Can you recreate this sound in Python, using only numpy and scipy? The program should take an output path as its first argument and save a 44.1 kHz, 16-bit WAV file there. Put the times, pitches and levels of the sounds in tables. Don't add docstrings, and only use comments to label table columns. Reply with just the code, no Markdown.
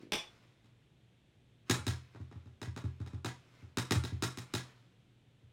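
import sys
import numpy as np
from scipy import signal
from scipy.fft import rfft, irfft
from scipy.io import wavfile
from scipy.ndimage import uniform_filter1d

SR = 44100
rng = np.random.default_rng(int(sys.argv[2]) if len(sys.argv) > 2 else 0)


def int16_out(signal):
    q = np.round(np.clip(np.atleast_2d(signal).T, -1, 1) * 32767)
    wavfile.write(sys.argv[1], SR, q.astype(np.int16))


N = 243640
SIZE = 32768
HZ, TIME = np.fft.rfftfreq(SIZE, 1 / SR) + 1e-3, np.arange(SIZE) / SR

# frequency in Hz, relative level in dB.
ROOM_NOISE_COLOUR = [(20, -29), (50, -14), (85, -12.5), (120, -2), (160, -10), (300, -16.5), (500, -22.5),
                     (1100, -33), (3500, -28.5), (4800, -41.5), (8000, -43.5), (16000, -58)]
# frequency in Hz, t60 in seconds.
ROOM_DECAY = [(100, 0.13), (500, 0.23), (1400, 0.26), (3700, 0.26), (9000, 0.24), (15000, 0.15)]
# frequency in Hz, relative level in dB.
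RUB_SPECTRUM = [(100, 2.5), (300, 14.5), (700, 8.5), (2000, 8.5), (5000, 0), (9000, -12), (16000, -21.5)]
# start in seconds, length in seconds, level in dB.
BLOCK_SLIDES = [(-.06, 0.11, -60.5), (1.652, 0.15, -53.5), (2.01, 0.26, -87.5), (3.39, .36, -68),
                (4.462, 0.19, -59.5), (4.603, 0.15, -65)]
# start in seconds, level in dB, pitch in Hz.
GRIP_SHIFTS = [(0.004, -28, 232), (0.032, -22, 216), (0.069, -27, 307)]
# frequency in Hz, relative level in dB.
SNAP_COLOUR = [(45, -17), (100, -5), (230, 6), (620, -2), (1900, -4.5), (2400, 1.5), (3700, 0.5),
               (4100, -10.5), (5000, -3), (6100, -5), (6600, -19), (8500, -14), (12000, -21), (16000, -27)]
# frequency in Hz, t60 in seconds, relative level in dB.
SNAP_MODES = [(450, 0.06, -11.5), (850, 0.074, -11.5), (1650, 0.019, -16), (2450, 0.013, -13),
              (3445, 0.14, -5), (3765, 0.057, -10), (5670, 0.057, -17), (7140, 0.05, -21),
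              (8380, 0.022, -19)]
# frequency in Hz, t60 in seconds, relative level in dB when pushed
# through the felt, relative level in dB when struck on the case.
TABLE_MODES = [(84.4, 0.35, 19.5, 1), (115.8, 0.085, 15.5, 9.5), (126.9, 0.35, 16, 13),
               (174.4, 0.042, -7.5, -1.5), (178.1, 0.22, -3, 4.5), (244, 0.29, -0.5, 0),
               (318.6, 0.16, 0, -2), (379, 0.46, -0.5, -4), (446.3, 0.15, -21, -1.5)]
# start in seconds, thump level in dB, hardness as
# the top of the push in Hz.
FELT_PRESSES = [(1.786, -12, 330), (1.873, -2, 252), (1.929, -13.5, 254), (2.1992, -10, 465),
                (2.3536, -13.5, 414), (2.4566, -18.5, 620), (2.506, -29, 300), (2.671, -6.5, 303),
                (2.8389, -1.5, 473), (3.001, -5.5, 520), (3.132, -6.5, 510), (3.6233, -16, 540),
                (3.9547, 4, 286), (4.12, -3, 358), (4.979, -103, 195), (5.428, -26.5, 246)]
# frequency in Hz, relative level in dB.
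CONTACT_COLOUR = [(100, -23.5), (230, 3.5), (400, -2.5), (490, -7), (620, -3), (900, 0), (1700, -6),
                  (3000, -8.5), (6300, -10.5), (9400, -15), (10800, -22.5), (16000, -26)]
# frequency in Hz, width in Hz, dB against the bare contact.
PLASTIC_RESONANCES = [(1176, 93, -2.5), (1373, 62, 4), (1563, 16.4, 6.5), (1647, 41, 9), (1920, 190, 3),
                      (2494, 40, 5.5), (3856, 370, 7), (5230, 200, 2), (6750, 300, 2)]
# start in
# seconds, level in dB, treble tilt in dB per octave.
EDGE_CLACKS = [(0.644, -42, -1), (1.6968, 1.5, 1.5), (1.8664, -7, 1.2), (2.1468, -25, -5.5),
               (2.313, -26.5, -5), (2.616, -14.5, -1), (2.763, -16, -2), (3.0626, -24.5, -2),
               (3.2461, -8, -1), (3.7715, -4, 0.3), (3.9083, -.5, .5), (4.0379, -12.5, .5),
               (4.2235, -3.5, 1), (4.3736, -15, 1), (4.5372, -5.5, 1)]

SNAP_S, SNAP_DB = 0.1206, 0.5
PAD_SPOTS = 3


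def gain_of(db):
    return 10 ** (np.asarray(db) / 20)


def unit(x):
    return x / np.sqrt(np.sum(x ** 2) + 1e-30)


def curve_at(points, hz):
    f, value = np.transpose(points)
    return np.interp(np.log(hz + 1), np.log(f + 1), value)


def add(mix, s, sound):
    part = mix[max(round(s * SR), 0):][:len(sound)]
    part += sound[:len(part)]


def coloured(x, db):
    log_gain = np.log(gain_of(np.r_[db, db[-2:0:-1]]))
    response = np.exp(np.conj(signal.hilbert(log_gain)))[:len(HZ)]
    return irfft(rfft(x, SIZE) * response)


def shaped(x, colour):
    gain = gain_of(curve_at(colour, np.fft.rfftfreq(N, 1 / SR)))
    return unit(irfft(rfft(x) * gain, N)) * np.sqrt(N)


def flattened(x, bins):
    power = uniform_filter1d(abs(rfft(x, SIZE)) ** 2, bins)
    return unit(coloured(x, -10 * np.log10(abs(power) + 1e-9)))


def room_noise(level_db=-67):
    return gain_of(level_db) * shaped(rng.standard_normal(N), ROOM_NOISE_COLOUR)


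def mains_hum(hz=118.2, level_db=-69.5, waver=0.072):
    t = np.arange(N) / SR
    drift = np.interp(t, np.linspace(0, t[-1], 30), rng.standard_normal(30))
    return gain_of(level_db) * np.sqrt(2) * np.sin(2 * np.pi * hz * t) * (1 + waver * drift)


def room(x, tail_db, echo_db, bounce_db, echo_s=0.0118, bounce_s=0.00077, gap_s=0.0105):
    reflections = flattened(rng.standard_normal(SIZE) * (rng.random(SIZE) < 0.12), bins=400)
    hz, t, spectra = signal.stft(reflections, SR, nperseg=256)
    decay = gain_of(-60 * t / curve_at(ROOM_DECAY, hz)[:, None])
    tail = signal.istft(spectra * decay, SR, nperseg=256)[1][:SIZE]
    early_lift = gain_of(3 * np.exp(-TIME / 0.018))
    tail = flattened(tail * early_lift, bins=30)
    direct = np.zeros(SIZE)
    direct[0] = 1
    add(direct, bounce_s, gain_of([bounce_db]))
    clutter = gain_of(tail_db - 13) * unit(rng.standard_normal(SIZE) * (TIME < gap_s))
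    response = unit(direct) + clutter
    add(response, echo_s, gain_of([echo_db]))
    add(response, gap_s, gain_of(tail_db) * tail)
    return signal.fftconvolve(x, unit(response))[:N]


def sliding(onset_s=0.0096, settle_s=0.19):
    t, power = np.arange(N) / SR, np.zeros(N)
    for s, db, *_ in EDGE_CLACKS + [(SNAP_S, SNAP_DB)]:
        age = np.maximum(t - s, 0)
        skid = np.minimum(age / onset_s, 1) * np.exp(-age / settle_s)
        power += (gain_of(-58 + 0.61 * db) * skid) ** 2
    for s, length, db in BLOCK_SLIDES:
        arch = np.sin(np.pi * np.clip((t - s) / length, 0, 1))
        power += (gain_of(db) * arch) ** 2
    return np.sqrt(power)


def rubbing(grain_db=3.0):
    roughness = np.repeat(np.minimum(rng.exponential(1, N), 5), 64)[:N]
    grains = rng.standard_normal(N) * gain_of(grain_db * roughness)
    return sliding() * shaped(grains, RUB_SPECTRUM)


def knock(hz, swell_s):
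    age = TIME / swell_s
    swell = (age * np.exp(-age)) ** 6
    return unit(np.gradient(swell * np.sin(2 * np.pi * hz * (TIME - swell_s))))


def grip_bumps():
    out = np.zeros(N)
    for s, db, hz in GRIP_SHIFTS:
        add(out, s, gain_of(db) * knock(hz, swell_s=0.003))
    return out


def crack(colour_db, chatter_s, rise_s, uneven_db=4.5):
    impacts = gain_of(uneven_db * np.repeat(rng.standard_normal(SIZE // 16), 16))
    envelope = np.exp(-TIME / chatter_s) * (1 - np.exp(-TIME / rise_s))
    burst = impacts * rng.standard_normal(SIZE) * envelope
    return unit(coloured(flattened(burst, bins=120), colour_db))


def block_ring(detune=0.0016):
    out = np.zeros(SIZE)
    for hz, t60, db in SNAP_MODES:
        held_hz = hz * (1 + detune * rng.standard_normal())
        mode = gain_of(-60 * TIME / t60) * np.sin(2 * np.pi * held_hz * TIME)
        out += gain_of(db) * unit(mode)
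    return unit(out)


def snap(ring_db=-4):
    out = np.zeros(N)
    hit = crack(curve_at(SNAP_COLOUR, HZ), chatter_s=0.0022, rise_s=0.00093)
    hit += gain_of(ring_db) * block_ring()
    add(out, SNAP_S, gain_of(SNAP_DB) * unit(hit))
    return out


def table_wave(place, hard_hz, travel_s, low_hz=60, mat_hz=580):
    modes = 0
    for k, (hz, t60, *db) in enumerate(TABLE_MODES):
        width = np.log(1000) / (np.pi * t60)
        modes += (-1) ** k * gain_of(db[place]) / (1 + 1j * (HZ ** 2 - hz ** 2) / (width * HZ))
    push = (1j * HZ / (low_hz + 1j * HZ)) ** 2 / (1 + 1j * HZ / hard_hz) ** 2
    dispersion = np.exp(-4j * np.pi * travel_s * np.sqrt(100 * HZ))
    mat = 1 / (1 + (HZ / mat_hz) ** 8)
    return unit(irfft(modes * push * dispersion * mat)[:SIZE // 2])


def table_thumps():
    out = np.zeros(N)
    felt, case = range(2)
    for s, db, hard_hz in FELT_PRESSES:
        add(out, s, gain_of(db) * table_wave(felt, hard_hz, travel_s=0.00556))
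    blow = table_wave(case, hard_hz=535, travel_s=0.00856)
    for s, db, _ in EDGE_CLACKS:
        add(out, s, gain_of(-0.04 + 0.81 * db) * blow)
    return out


def case_knocks():
    out = np.zeros(N)
    for s, db, _ in EDGE_CLACKS:
        add(out, s, gain_of(-4 + 1.14 * db) * knock(hz=320, swell_s=0.00515))
    return out


def plastic_contact(tilt_db, chatter_s, ring_db, place_db=2.0):
    shares_db = place_db * rng.standard_normal(len(PLASTIC_RESONANCES))
    peaks = sum(gain_of(ring_db + peak_db + share_db) ** 2 / (1 + (2 * (HZ - hz) / width) ** 2)
                for (hz, width, peak_db), share_db in zip(PLASTIC_RESONANCES, shares_db))
    octaves = np.log2(np.maximum(HZ, 500) / 2000)
    colour_db = curve_at(CONTACT_COLOUR, HZ) + tilt_db * octaves + 10 * np.log10(1 + peaks)
    return crack(colour_db, chatter_s, rise_s=0.00062)


def press_ticks(firm_hz=486, firm_db=-23, db_per_octave=15.5):
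    spots = np.zeros((PAD_SPOTS, N))
    tick = plastic_contact(tilt_db=-3, chatter_s=0.0044, ring_db=-1.5)
    for k, (s, db, hard_hz) in enumerate(FELT_PRESSES):
        tick_db = db + firm_db + db_per_octave * np.log2(hard_hz / firm_hz)
        add(spots[k % PAD_SPOTS], s, gain_of(tick_db) * tick)
    return spots


def edge_clacks():
    spots = np.zeros((PAD_SPOTS, N))
    for k, (s, db, tilt_db) in enumerate(EDGE_CLACKS):
        clack = plastic_contact(tilt_db, chatter_s=0.0028, ring_db=-0.1)
        add(spots[k % PAD_SPOTS], s, gain_of(db) * clack)
    return spots


def scene():
    spots = edge_clacks() + press_ticks()
    pad = sum(room(x, tail_db=4.0, echo_db=-2.5, bounce_db=-8.5) for x in [*spots, rubbing()])
    hands = room(snap(), tail_db=4.5, echo_db=-10.5, bounce_db=-29, echo_s=0.01)
    hollow = room(case_knocks() + grip_bumps(), tail_db=-2.0, echo_db=-18, bounce_db=-14, echo_s=0.01303)
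    return (pad + hands + hollow + table_thumps() + mains_hum() + room_noise())[None]


def record(dry):
    low_pass = signal.firwin(511, 16100, window=("kaiser", 9), fs=SR)
    return signal.oaconvolve(dry, low_pass[None], "same")


dry = scene()
out = record(dry)
int16_out(out)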